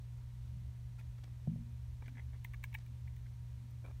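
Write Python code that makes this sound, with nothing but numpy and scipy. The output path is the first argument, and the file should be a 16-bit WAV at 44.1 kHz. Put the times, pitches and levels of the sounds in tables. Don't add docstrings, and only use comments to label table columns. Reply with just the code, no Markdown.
import sys
import numpy as np
from scipy import signal
from scipy.fft import rfft, irfft
from scipy.io import wavfile

SR = 44100
rng = np.random.default_rng(int(sys.argv[2]) if len(sys.argv) > 2 else 0)


def store_pcm(level_fs):
    pcm = np.round(np.clip(level_fs, -1, 1) * 32767).astype(np.int16)
    wavfile.write(sys.argv[1], SR, np.atleast_2d(pcm).T)


N = 176400

# (frequency [Hz], relative level [dB])
RUMBLE_COLOUR = [(20, -59), (30, -41), (39, -3.5), (49, -11), (59, 4.5), (65, -4.5), (73, 6.5), (88, -8.5),
                 (110, -9), (150, -18.5), (185, -22), (215, -27), (260, -31.5), (400, -54.5), (1000, -83)]
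HISS_COLOUR = [(180, -27), (300, -1), (418, -5), (462, -6.5), (502, -6), (612, -5), (825, -8.5), (927, -8),
               (974, -8), (1080, -8.5), (1250, -10), (1430, -10.5), (1950, -9.5), (3380, -12.5),
               (3990, -12.5), (4870, -16), (5940, -14.5), (7620, -18.5), (8410, -16.5), (10400, -21.5),
               (12700, -20), (15000, -23), (15800, -29)]
# (frequency [Hz], rms level [dB], waver depth [ratio])
HUM_TONES = [(120, -48.5, 0.025), (57.97, -65, 0.067), (181.6, -74.5, 0.17), (939.6, -85.5, 0.13)]

# (time [s], length [s], bark [dB], husk [dB], bedding [dB])
SCUFFS = [(0.147, 0.14, -76, -93, -87), (0.427, 0.1, -75.5, -89, -82), (.984, 0.023, -77, -70, -75.5),
          (1.008, 0.009, -69, -67, -74), (1.179, 0.018, -69, -73, -76), (1.236, .011, -62, -66.5, -63),
          (1.243, 0.025, -74, -75, -79), (1.276, 0.0082, -65.5, -76, -84), (2.02, 0.012, -56.5, -73, -79),
          (2.029, 0.05, -76, -75, -80), (2.057, 0.018, -80, -64.5, -72), (2.078, 0.0092, -62, -62, -87),
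          (2.084, 0.02, -71, -72, -75.5), (2.149, 0.019, -83, -67, -91), (2.165, 0.055, -68.5, -64.5, -85),
          (2.204, 0.035, -77, -77, -92), (2.327, 0.041, -68.5, -70, -97), (2.782, 0.012, -68, -69, -67),
          (2.797, 0.031, -80, -75, -77), (3.258, 0.017, -87, -69, -81)]
# (frequency [Hz], relative level [dB])
BARK_COLOUR = [(150, -0.5), (320, 2), (700, -0.5), (1100, -3.5), (1600, -7), (2000, -30), (4000, -33),
               (9000, -39)]
HUSK_COLOUR = [(700, -85), (1350, -13), (1550, 5), (1800, 7.5), (2300, 9.5), (2600, -22.5), (3400, -2.5),
               (4500, -40), (12000, -37)]
BEDDING_COLOUR = [(1200, -23), (3000, 2), (6000, -2), (8500, -10.5), (10400, -18), (12000, -22),
                  (15500, -17)]
# (time [s], length [s], level [dB], pitch [Hz])
WEIGHT_SHIFTS = [(.5, 0.15, -53, 170.4), (.62, 0.15, -69, 227), (1.31, 0.088, -67.5, 248),
                 (2.06, 0.15, -60, 241.7), (2.27, 0.11, -63.5, 234.5), (2.84, .14, -60.5, 242),
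                 (3.56, 0.14, -65, 236)]
# (time [s], length [s], level [dB])
SHELL_RUBS = [(0.983, .032, -64)]
# (frequency [Hz], relative level [dB])
SHELL_COLOUR = [(600, -27), (800, -14), (870, 6), (960, -19), (1270, -15), (1380, 5.5), (1500, -23),
                (2000, -19), (2300, -8), (2440, 1), (2600, -10), (3000, -15), (5000, -23.5)]

# (time [s], thud [dB], knock [dB], panel ring gain [dB])
BUMPS = [(1.4753, -25, -43.5, -35.5), (1.5608, -39, -53.5, -44.5)]
# (frequency [Hz], relative level [dB], t60 [s])
PANEL_MODES = [(169.3, 7.5, 0.24), (185.3, -11, 0.36), (217.9, -2.5, 0.39), (233.7, -7, 0.51),
               (306, -12.5, 0.15), (510, -29, 0.17)]
# (frequency [Hz], relative level [dB])
KNOCK_COLOUR = [(150, -12), (330, 2), (430, -8), (510, 1), (740, -1), (830, -19), (1200, -40), (3000, -90)]

# (time [s], ring peak [dB], low mode [Hz], middle mode [Hz], main mode [Hz], snap [dB])
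CRACKS = [(2.0225, -56, 675, 1580, 2350, -71), (2.0803, -49.5, 1550, 1520, 2360, -60),
          (2.1695, -50, 930, 1650, 2000, -78), (2.1800, -48, 930, 1750, 2090, -80),
          (2.1940, -47, 905, 1780, 2040, -74), (2.4467, -40.5, 965, 1860, 2080, -46),
          (2.5352, -48.5, 1180, 1820, 2250, -59), (2.5378, -49.5, 1150, 1710, 1910, -63),
          (2.543, -45, 1180, 1690, 2230, -60), (2.6296, -53.5, 1060, 1900, 2270, -62),
          (2.6395, -34, 1000, 1666, 2234, -43), (2.7284, -53, 940, 2000, 2200, -60),
          (2.7423, -44, 910, 1750, 2500, -53), (2.7469, -40.5, 940, 1680, 2400, -45.5),
          (2.7495, -32, 915, 1860, 2286, -61), (2.863, -58.5, 930, 1780, 2370, -61),
          (3.0735, -56.5, 885, 1740, 2030, -71), (3.0778, -55, 920, 2010, 2280, -72),
          (3.165, -60.5, 875, 1800, 1950, -60)]
# (frequency [Hz], relative level [dB])
SNAP_COLOUR = [(500, -30), (2700, 2), (3700, -0.5), (4800, -12), (6200, -1.5), (7600, -8), (9000, -2.5),
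               (10400, -16), (11800, -3.5), (15500, 1.5)]
# (relative level [dB], t60 [s])
SEED_MODES = [(-10, 0.023), (-4.5, 0.023), (2, 0.019), (-6.5, 0.014), (-23, 0.028)]
SEED_OVERTONES = (1.227, 1.61)

# (time [s], length [s], level [dB])
TICKS = [(3.706, 0.0097, -73)]
# (frequency [Hz], relative level [dB])
TICK_COLOUR = [(5000, -35), (9000, -6), (13000, -23), (14500, 9), (15500, -21), (17000, -19)]
# (time [s], length [s], rasp [dB], ring [dB])
CLAW_DRAGS = [(3.840, 0.014, -59, -67.5), (3.848, 0.013, -57, -64), (3.86, 0.0078, -60, -62),
              (3.868, 0.02, -63, -72), (3.884, 0.0048, -55, -80), (3.889, 0.028, -64, -80),
              (3.908, .011, -60, -70.5)]
# (frequency [Hz], relative level [dB])
CLAW_COLOUR = [(1500, -38), (2200, -14), (2380, 7), (2500, -25), (2700, -29), (3600, -20), (5000, -34)]


def amp(db):
    return 10 ** (np.asarray(db) / 20)


def add(mix, start_s, sound):
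    part = mix[round(start_s * SR):][:len(sound)]
    part += sound[:len(part)]


def coloured(x, colour):
    hz, db = np.transpose(colour)
    bins_hz = np.fft.rfftfreq(len(x), 1 / SR)
    curve = amp(np.interp(np.log(bins_hz + 1), np.log(hz), db))
    shaped = irfft(rfft(x) * curve, len(x))
    return shaped / np.sqrt(np.mean(shaped ** 2) + 1e-20)


def noise(colour, size=N):
    return coloured(rng.standard_normal(size), colour)


def room_tone(rumble_db=-50.5, hiss_db=-72.5):
    t = np.arange(N) / SR
    out = amp(rumble_db) * noise(RUMBLE_COLOUR) + amp(hiss_db) * noise(HISS_COLOUR)
    slow_drift = [(1, 1.5), (5, 1), (30, -30.5), (200, -120)]
    for hz, db, depth in HUM_TONES:
        waver = 1 + depth * (noise(slow_drift) + 1j * noise(slow_drift))
        out += amp(db) * np.sqrt(2) * (waver * np.exp(2j * np.pi * hz * t)).real
    return out


def stroke(length_s, colour, slips_per_s=3100, spread_db=1, skew=0.72, size=8192):
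    slipping = rng.random(size) < slips_per_s / SR
    strength = amp(spread_db * np.minimum(rng.exponential(1, size), 4))
    direction = rng.choice([-1., 1.], size)
    grains = coloured(slipping * direction * strength, colour)
    progress = np.minimum(np.arange(size) / SR / length_s, 1)
    swell = np.sin(np.pi * progress ** skew)
    scrape = grains * swell
    return scrape * np.sqrt(np.sum(swell ** 2) / np.sum(scrape ** 2))


def paw_scuffs():
    out = np.zeros(N)
    for start, length, bark_db, husk_db, bedding_db in SCUFFS:
        add(out, start, amp(bark_db) * stroke(length, BARK_COLOUR))
        add(out, start, amp(husk_db) * stroke(length, HUSK_COLOUR))
        add(out, start, amp(bedding_db) * stroke(length, BEDDING_COLOUR))
    return out


def weight_shifts(width_hz=36):
    out, t = np.zeros(N), np.arange(SR) / SR
    sway_colour = [(1, 0), (width_hz / 2, 0), (width_hz, -10), (10 * width_hz, -70)]
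    for start, length, db, hz in WEIGHT_SHIFTS:
        sway = noise(sway_colour, len(t))
        swell = np.sin(np.pi * np.minimum(t / length, 1))
        add(out, start, amp(db) * swell * sway * np.sin(2 * np.pi * hz * t))
    return out


def shell_rub():
    out = np.zeros(N)
    for start, length, db in SHELL_RUBS:
        add(out, start, amp(db) * stroke(length, SHELL_COLOUR))
    return out


def enclosure_bumps(thud_hz=147, thud_width_s=0.0059, thud_lag_s=0.00668, ring_rise_s=0.015):
    out, t = np.zeros(N), np.arange(SR) / SR
    ring = sum(amp(db - 60 * t / t60) * np.sin(2 * np.pi * hz * t) for hz, db, t60 in PANEL_MODES)
    ring *= 1 - np.exp(-(t / ring_rise_s) ** 2)
    since_thud = t - thud_lag_s
    thud = -np.sin(2 * np.pi * thud_hz * since_thud) * np.exp(-(since_thud / thud_width_s) ** 2)
    knock = coloured(signal.unit_impulse(SR, "mid"), KNOCK_COLOUR)
    knock /= knock.max()
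    for start, thud_db, knock_db, ring_db in BUMPS:
        add(out, start, amp(thud_db) * thud + amp(ring_db) * ring)
        add(out, start - .5, amp(knock_db) * knock)
    return out


def seed_ring(t, pitches, rise_s=0.0016, phase_spread_cycles=0.076):
    ring = np.zeros(len(t))
    for hz, (db, t60) in zip(pitches, SEED_MODES):
        cycles = hz * t + phase_spread_cycles * rng.normal()
        ring += amp(db - 60 * t / t60) * np.sin(2 * np.pi * cycles)
    ring *= 1 - np.exp(-(t / rise_s) ** 2)
    return ring / abs(ring).max()


def husk_cracks(preroll_s=.01, lead_in_s=0.0024, snap_s=0.00027, tail_s=0.0093, halo_db=-11):
    out, t = np.zeros(N), np.arange(4096) / SR
    since_snap = t - preroll_s
    halo = np.exp(-abs(since_snap) / np.where(since_snap < 0, lead_in_s, tail_s))
    envelope = np.exp(-abs(since_snap) / snap_s) + amp(halo_db) * halo
    for start, ring_db, low_hz, middle_hz, main_hz, snap_db in CRACKS:
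        pitches = [low_hz, middle_hz, main_hz] + [main_hz * ratio for ratio in SEED_OVERTONES]
        add(out, start, amp(ring_db) * seed_ring(t, pitches))
        add(out, start - preroll_s, amp(snap_db) * envelope * noise(SNAP_COLOUR, len(t)))
    return out


def thin_tick():
    out = np.zeros(N)
    for start, length, db in TICKS:
        add(out, start, amp(db) * stroke(length, TICK_COLOUR))
    return out


def claw_drags():
    out = np.zeros(N)
    for start, length, rasp_db, ring_db in CLAW_DRAGS:
        add(out, start, amp(rasp_db) * stroke(length, BARK_COLOUR))
        add(out, start, amp(ring_db) * stroke(length, CLAW_COLOUR))
    return out


def reflections(x, wet_db=-22, t60_s=.12, predelay_s=.003):
    t = np.arange(SR // 2) / SR
    tail = rng.standard_normal(len(t)) * amp(-60 * t / t60_s) * (t > predelay_s)
    return amp(wet_db) * signal.fftconvolve(x, tail / np.linalg.norm(tail))[:N]


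def scene():
    hamster = paw_scuffs() + shell_rub() + husk_cracks() + thin_tick() + claw_drags()
    enclosure = weight_shifts() + enclosure_bumps()
    return (room_tone() + hamster + reflections(hamster) + enclosure)[None]


def record(dry, cutoff_hz=15900):
    lowpass = signal.firwin(401, cutoff_hz, window=("kaiser", 8), fs=SR)
    return signal.oaconvolve(dry, lowpass[None], "same")


dry = scene()
out = record(dry)
store_pcm(out)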